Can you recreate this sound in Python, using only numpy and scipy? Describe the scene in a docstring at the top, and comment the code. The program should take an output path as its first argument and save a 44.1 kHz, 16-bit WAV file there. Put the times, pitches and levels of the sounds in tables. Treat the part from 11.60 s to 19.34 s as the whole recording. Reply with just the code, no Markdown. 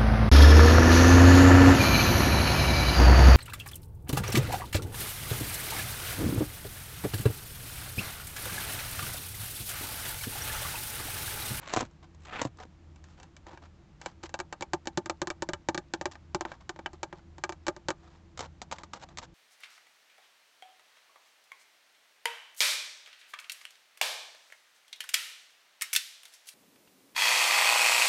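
"""Long fingernails scratch and tap the grained pad of a steering wheel, over a low cabin hum.
They then drum in quick runs on the clear plastic lens over the gauges and tick on the hard trim beside it.
Scratches and slides are filtered crackle; taps are decaying modes with a noisy knock and click.
A dull short echo follows the nails in the quiet parked car; a close phone microphone has a narrow band."""
import sys
import numpy as np
from scipy import signal
from scipy.fft import rfft, irfft
from scipy.io import wavfile

SR = 44100
rng = np.random.default_rng(int(sys.argv[2]) if len(sys.argv) > 2 else 0)


def invert_db(x):
    """Field ratio 10**(x/20) for x, a level in decibels (scalar or array-like)."""
    u = np.asarray(x, float) / 20
    return 10 ** u


def int16_out(signal):
    """Quantize to a 16-bit WAV file."""
    q = np.round(np.clip(np.atleast_2d(signal).T, -1, 1) * 32767)
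    wavfile.write(sys.argv[1], SR, q.astype(np.int16))


N = 341321

# Spectrum of a nail click. Each row: frequency in Hz, density in dB per Hz.
CLICK_SPECTRUM = [(1500, -24), (3000, -10), (3900, -3), (5200, -6.5), (6500, -2.5), (7500, -3.5)]
# Spectrum of rubbed plastic. Each row: frequency in Hz, density in dB per Hz.
GRAIN_SPECTRUM = [(150, -3), (400, -5), (900, 4.5), (1500, -2), (2500, -10), (4000, -11.5), (8000, -19)]


def evened(x):
    """Scales to rms 1."""
    return x / np.sqrt(np.mean(x ** 2) + 1e-20)


def add(mix, start_s, sound):
    """Mixes a sound in at its start time."""
    part = mix[round(start_s * SR):][:len(sound)]
    part += sound[:len(part)]


def colour(x, spectrum, tilt_db=0):
    """Filters by a (Hz, dB) spectrum, tilted in dB per octave about 1 kHz, no further below 300 Hz."""
    hz = np.fft.rfftfreq(len(x), 1 / SR) + 20
    point_hz, point_db = np.transpose(spectrum)
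    gain_db = np.interp(np.log(hz), np.log(point_hz), point_db)
    gain_db += tilt_db * np.log2(np.maximum(hz / 1000, .3))
    return irfft(rfft(x) * invert_db(gain_db), len(x))


def crackle(count, per_s, spread_db, ring_s):
    """A nail skipping over grain: many tiny ticks, a few large, each a brief noise burst, over fine hiss."""
    hit = rng.random(count) < per_s / SR
    size = np.minimum(rng.exponential(1, count), 3.5)
    hiss = rng.standard_normal(count)
    ticks = hit * invert_db(spread_db * size)
    envelope = signal.lfilter([1], [1, -invert_db(-60 / (ring_s * SR))], ticks)
    return evened((envelope + .5) * hiss)


def scratches():
    """Long strokes: crackle through the pad; the nail edge adds treble on its own course."""
    # Two strokes. Each row: time in seconds, pressure in dB, treble in dB re pressure.
    strokes = [
        [(0, -57, -6), (.055, -51, -9), (.075, -45, -2.5), (.12, -41.5, -5), (.14, -40, 3), (.2, -37.5, 3),
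         (.23, -49, -15), (.262, -58.5, 7), (.28, -79, -6)],
        [(.6, -74, 6), (.64, -60.5, 6), (.665, -49, -4), (.715, -48, -31), (.74, -40, -26.5), (.81, -37, -19),
         (.835, -46.5, 6), (.87, -55, 2), (.89, -72, 0)],
    ]
    # Scratched pad. Each row: frequency in Hz, density in dB per Hz.
    rasp = [(200, 0), (600, 2), (1200, 6), (2500, 0.5), (4000, -8), (6000, -20.5)]
    out = np.zeros(N)
    for rows in strokes:
        s, pressure_db, treble_db = np.transpose(rows)
        t = np.arange(s[0], s[-1], 1 / SR)
        ticks = crackle(count=len(t), per_s=700, spread_db=3.2, ring_s=.007)
        body = evened(colour(ticks, rasp))
        edge = evened(colour(ticks, CLICK_SPECTRUM, 3.3))
        stroke = body + invert_db(np.interp(t, s, treble_db)) * edge
        add(out, s[0], invert_db(np.interp(t, s, pressure_db)) * stroke)
    return out


def cabin():
    """Soft broad noise of the closed car and a few narrow, wavering humming bands of filtered noise."""
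    # Broad noise. Each row: frequency in Hz, density in dB per Hz.
    broad = [(18, -53), (30, -21.5), (81, -4.5), (104, -16), (199, -8.5), (246, -20), (339, -15.5),
             (418, -25), (1010, -29), (7500, -45.5), (9750, -89.5), (16500, -120)]
    # Humming bands. Each row: frequency in Hz, width at half amplitude in Hz, level in dB rms.
    bands = [(80.1, 8.1, -58.5), (110, 63, -75), (148.4, 4, -67), (335.2, 8, -69.5)]
    wide, narrow = rng.standard_normal((2, N))
    hz = np.fft.rfftfreq(N, 1 / SR)
    out = invert_db(-58) * evened(colour(wide, broad))
    for centre_hz, width_hz, level_db in bands:
        resonance = 1 / (1 + ((hz - centre_hz) / width_hz * 2) ** 2)
        out += invert_db(level_db) * evened(irfft(rfft(narrow) * resonance, N))
    return out


def touches():
    """Every blow, thud and tick as (listed time in s, blow dB, spot 0-1 middle to rim, click dB re square)."""
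    # Square nail blows. Each row: time in seconds, blow level in dB, spot 0-1 from middle to rim.
    blows = [(0.136, -15, 0.85), (0.162, -17.5, 0.26), (0.206, -17, 0.9), (0.815, -15.5, 0.44),
             (1.866, -40.5, 0.14), (2.459, -23, 0.61), (2.635, -30, 0.2), (2.74, -21.5, 0.8),
             (2.789, -28.5, 0.33), (2.8, -21.5, 0.57), (2.925, -25.5, 0.73), (3.008, -28, 0.3),
             (3.022, -22, 0.53), (3.133, -16, 0.27), (3.255, -37, 0.2), (3.271, -19, 0.45),
             (3.373, -15.5, 0.24), (3.458, -25.5, .33), (3.496, -17, 0.47), (3.616, -18, .27),
             (3.671, -22.5, 0.36), (3.701, -19.5, 0.54), (3.821, -18.5, 0.23), (3.888, -21.5, 0.28),
             (3.933, -21, 0.64), (4.086, -16, 0.16), (4.145, -21.5, 0.29), (4.176, -19.5, 0.4),
             (4.336, -17, 0.33), (4.411, -25, 0.33), (4.455, -19, 0.34), (4.746, -17, 0.32),
             (4.808, -21.5, 0.41), (5.092, -22, .47), (5.331, -40, 0.15), (5.43, -19.5, .43),
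             (5.781, -38, 0.33), (5.837, -18, 0.64), (5.892, -25, 0.32), (5.922, -31.5, 0.47),
             (6.066, -20, 0.6), (6.081, -16, 0.3), (6.163, -35, .28), (6.284, -16, .3), (6.303, -20, 0.32),
             (6.791, -25.5, 0.66), (6.805, -24.5, .4), (7.112, -28, 0.56), (7.123, -24.5, 0.54),
             (7.183, -35, .9), (7.233, -34, 0.36), (7.333, -27.5, 0.7), (7.487, -44, 0.9)]
    # Dull blows, as of the fingertip landing first. Each row: time in seconds, blow level in dB, spot 0-1.
    thuds = [(0.171, -14.5, 0.27), (0.218, -28, 0.1), (0.226, -27.5, 0.07), (0.753, -42, .23),
             (0.792, -38, 0.1), (0.85, -21.5, 0.06), (1.051, -41.5, 0.08), (1.931, -43, .02),
             (1.973, -36.5, 0.56), (4.553, -35.5, .93), (4.85, -23.5, 0.39), (4.89, -43, 0.4),
             (4.916, -29, 0.63), (5.16, -38.5, 0.33), (5.189, -30.5, 0.25), (5.259, -19.5, 0.97),
             (5.526, -30.5, 0.28)]
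    # Light bright ticks of the nail tip. Each row: time in seconds, blow level in dB.
    ticks = [(0.31, -55), (0.546, -53.5), (0.971, -49.5), (1.359, -51.5), (1.44, -46.5), (1.599, -44),
             (1.63, -41.5), (1.765, -42), (2.414, -37), (2.692, -42), (6.774, -35), (7.016, -31),
             (7.572, -33), (7.584, -29.5)]
    thud_click_db, tick_click_db = -20, 6
    tick_spot = 0.99  # ticks hardly drum
    return ([(*row, 0) for row in blows] + [(*row, thud_click_db) for row in thuds]
            + [(*row, tick_spot, tick_click_db) for row in ticks])


def surface_modes(place, spot, t):
    """The pushed-away surface rings in decaying cosines; returns upper modes and low drumming, each at peak 1."""
    # Modes of each surface. Each row: frequency in Hz, level in dB before the spot's changes, t60 in seconds.
    pad = [(121.4, 0, 0.17), (293, 12, 0.04), (718, -7.5, 0.011), (980, -10.5, 0.015), (1305, -15, 0.005)]
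    lens = [(155, -9, .045), (333, 0, .06), (365, 0, .055), (600, -8, .05), (750, -7, .02),
            (825, -11, .065), (888, -8, .058), (1010, -11, .03), (1200, -13, .06), (1340, -19, .05),
            (1520, -8, .025), (1600, -13, .04), (1750, -6, .016), (2300, -15, .035), (2680, -22, .035),
            (3000, -23, .035)]
    trim = [(332, 0, 0.016), (706, -2, 0.037), (885, 10.5, 0.02), (1175, 9, 0.016), (2110, 10.5, 0.0052)]
    hz, mode_db, t60_s = np.transpose([pad, lens, trim][place])[:, :, None]
    chance = rng.standard_normal((len(hz), 1))  # where the nail lands changes each mode's share
    pitch_hz = hz * (1 + .004 * chance[::-1])
    rim = np.clip((spot - .27) / .53, 0, 1)  # near the rim: more and less even upper modes
    share_db = mode_db + (1.5 + 3.5 * rim) * chance + 9.0 * rim * np.log2(hz / 900)
    rings = -invert_db(share_db - 60 * t / t60_s) * np.cos(2 * np.pi * pitch_hz * t - .3)
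    rings *= 1 - np.exp(-t / 0.00035)
    rings *= invert_db(-13 * np.clip((t - .015) / .012, 0, 1))  # the following fingertip mutes the ring
    deep = hz[:, 0] < 450
    # opposed neighbours: the drumming swells, then beats
    low = (-1.) ** np.arange(deep.sum()) @ rings[deep]
    upper = rings[~deep].sum(0)
    return upper / abs(upper).max(), low / abs(low).max()


def nail_click(noise, t, lead, sizzle_t60_s, sizzle_db, tilt_db):
    """A two-sample push with a decaying noise sizzle, filtered and scaled to a fixed energy."""
    sizzle = invert_db(sizzle_db - 60 * t / sizzle_t60_s) * noise / 4
    sizzle[:2] -= 1
    fade_in = np.minimum(t * SR / lead, 1) ** 2
    click = colour(np.roll(sizzle, lead), CLICK_SPECTRUM, tilt_db) * fade_in
    return click / np.sqrt((click ** 2).sum() / 100)


def taps():
    """Each blow rings the surface's modes, knocks, and leaves a click with a short sizzle."""
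    # Times in seconds when the hand moves from pad to lens and from lens to trim.
    hand_moves_s = [1.2, 6.5]
    # Click of a square blow on pad, lens and trim, in dB re blow.
    square_click_db = [-1, -10.5, -8.5]
    # Unpitched ringing of pad, lens, trim. Each row: sizzle t60 in seconds, sizzle in dB re a quarter of
    # the click's push, click tilt in dB per octave, knock in dB re half the upper modes' peak,
    # knock t60 in seconds.
    dense = [(.02, 11, 7, -1, 0.024), (.045, -9, -1.5, -1.5, 0.032), (.045, -5.5, -2, 0, .05)]
    drum_middle_db, drum_rim_db = -1, -29  # low drumming re blow
    lead, delay_s = 40, .0014  # samples ahead of a filtered click; from the listed time to the sound's start
    out, t = np.zeros(N), np.arange(SR // 5) / SR
    alike = rng.standard_normal((3, len(t)))  # the same object rings alike blow after blow
    for s, blow_db, spot, nail_db in touches():
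        place = np.searchsorted(hand_moves_s, s)
        sizzle_t60_s, sizzle_db, tilt_db, knock_db, knock_t60_s = dense[place]
        noise = 0.24 * alike[place] + rng.standard_normal(len(t))
        click = nail_click(noise, t, lead, sizzle_t60_s, sizzle_db, tilt_db)
        click_db = blow_db + square_click_db[place] + nail_db
        add(out, s + delay_s - lead / SR, invert_db(click_db) * click)

        upper, low = surface_modes(place, spot, t)
        knock = evened(colour(noise, GRAIN_SPECTRUM, -0.5)) * invert_db(knock_db - 60 * t / knock_t60_s) / 2
        low_db = drum_middle_db + (drum_rim_db - drum_middle_db) * spot
        add(out, s + delay_s, invert_db(blow_db - 3.0) * (upper + knock) + invert_db(blow_db + low_db) * low)
    return out


def slides():
    """Short rubs of nail or hand: dense fine crackle that rises, may hold, and stops."""
    # Each row: start in seconds, level in dB rms before the swell, length in seconds, tilt in dB per octave.
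    rubs = [(0.427, -56.5, 0.033, 0.5), (0.984, -46.5, 0.062, 0), (1.434, -64, 0.14, 3.5),
            (1.568, -60, 0.11, -0.5), (1.852, -53, 0.12, -1.5), (2.017, -56, 0.059, -0.5),
            (2.393, -56.5, 0.15, 1.5), (2.628, -45.5, 0.048, 3), (4.513, -43.5, .016, 4.5),
            (4.529, -57, .028, 2.5), (4.86, -55, 0.12, -0.5), (5.004, -57, 0.025, 1),
            (5.334, -60.5, 0.038, 1), (5.541, -59, 0.068, -1), (6.362, -62.5, 0.26, 1),
            (6.821, -46, 0.053, 0.5), (7.136, -55.5, 0.048, 1), (7.195, -52.5, 0.03, -1),
            (7.33, -51, 0.06, 1), (7.396, -53, 0.03, 2), (7.424, -43.5, 0.023, 1.5),
            (7.504, -58.5, 0.03, -1.5), (7.615, -47.5, 0.046, 1.5)]
    swell_per_s, stop_share = 1.18, 0.31  # rise as share of length, per s of length; stop as share of length
    out = np.zeros(N)
    ticks = crackle(count=N, per_s=900, spread_db=1.5, ring_s=.012)
    for s, level_db, length_s, tilt_db in rubs:
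        u = np.arange(round(length_s * SR)) / (length_s * SR)
        rise = u / (swell_per_s * length_s)  # longer slides start more gently
        shape = np.minimum(np.minimum(rise, (1 - u) / stop_share), 1)
        rub = evened(colour(ticks[round(s * SR):][:len(u)], GRAIN_SPECTRUM, tilt_db))
        add(out, s, invert_db(level_db) * rub * shape)
    return out


def echo(x):
    """Glass and seats return a faint, dull tail: three noise tails, cross-faded in a steady cycle."""
    t = np.arange(SR // 4) / SR
    turn = np.arange(N) / SR * 7.3  # half cycles
    out = np.zeros(N)
    for k, noise in enumerate(rng.standard_normal((3, len(t)))):
        tail = colour(noise, GRAIN_SPECTRUM, -3.9) * invert_db(-60 * t / 0.086) * np.minimum(t / 0.0022, 1)
        share = np.sqrt(2 / 3) * np.cos(np.pi * (turn + k / 3))  # so that no one tail colours the echo
        out += signal.fftconvolve(x * share, tail / np.linalg.norm(tail))[:N]
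    return invert_db(-19) * out


def scene():
    """Nails, their echo and the cabin."""
    nails = scratches() + taps() + slides()
    return (nails + echo(nails) + cabin())[None]


def roll_off(x):
    """The treble ends steeply here."""
    return signal.sosfilt(signal.butter(12, 8870, fs=SR, output="sos"), x)


def record(dry):
    """The phone's low-pass keeps a narrow band; a faint wide hiss lies over it."""
    edge_hz, hiss_db = 7895, -84.5  # hiss in dB rms
    low_pass = signal.firwin(161, edge_hz, window=("kaiser", 9), fs=SR)
    hiss = invert_db(hiss_db) * rng.standard_normal(dry.shape)
    mix = signal.oaconvolve(dry, low_pass[None], "same") + hiss
    return roll_off(mix)


dry = scene()
out = record(dry)
int16_out(out)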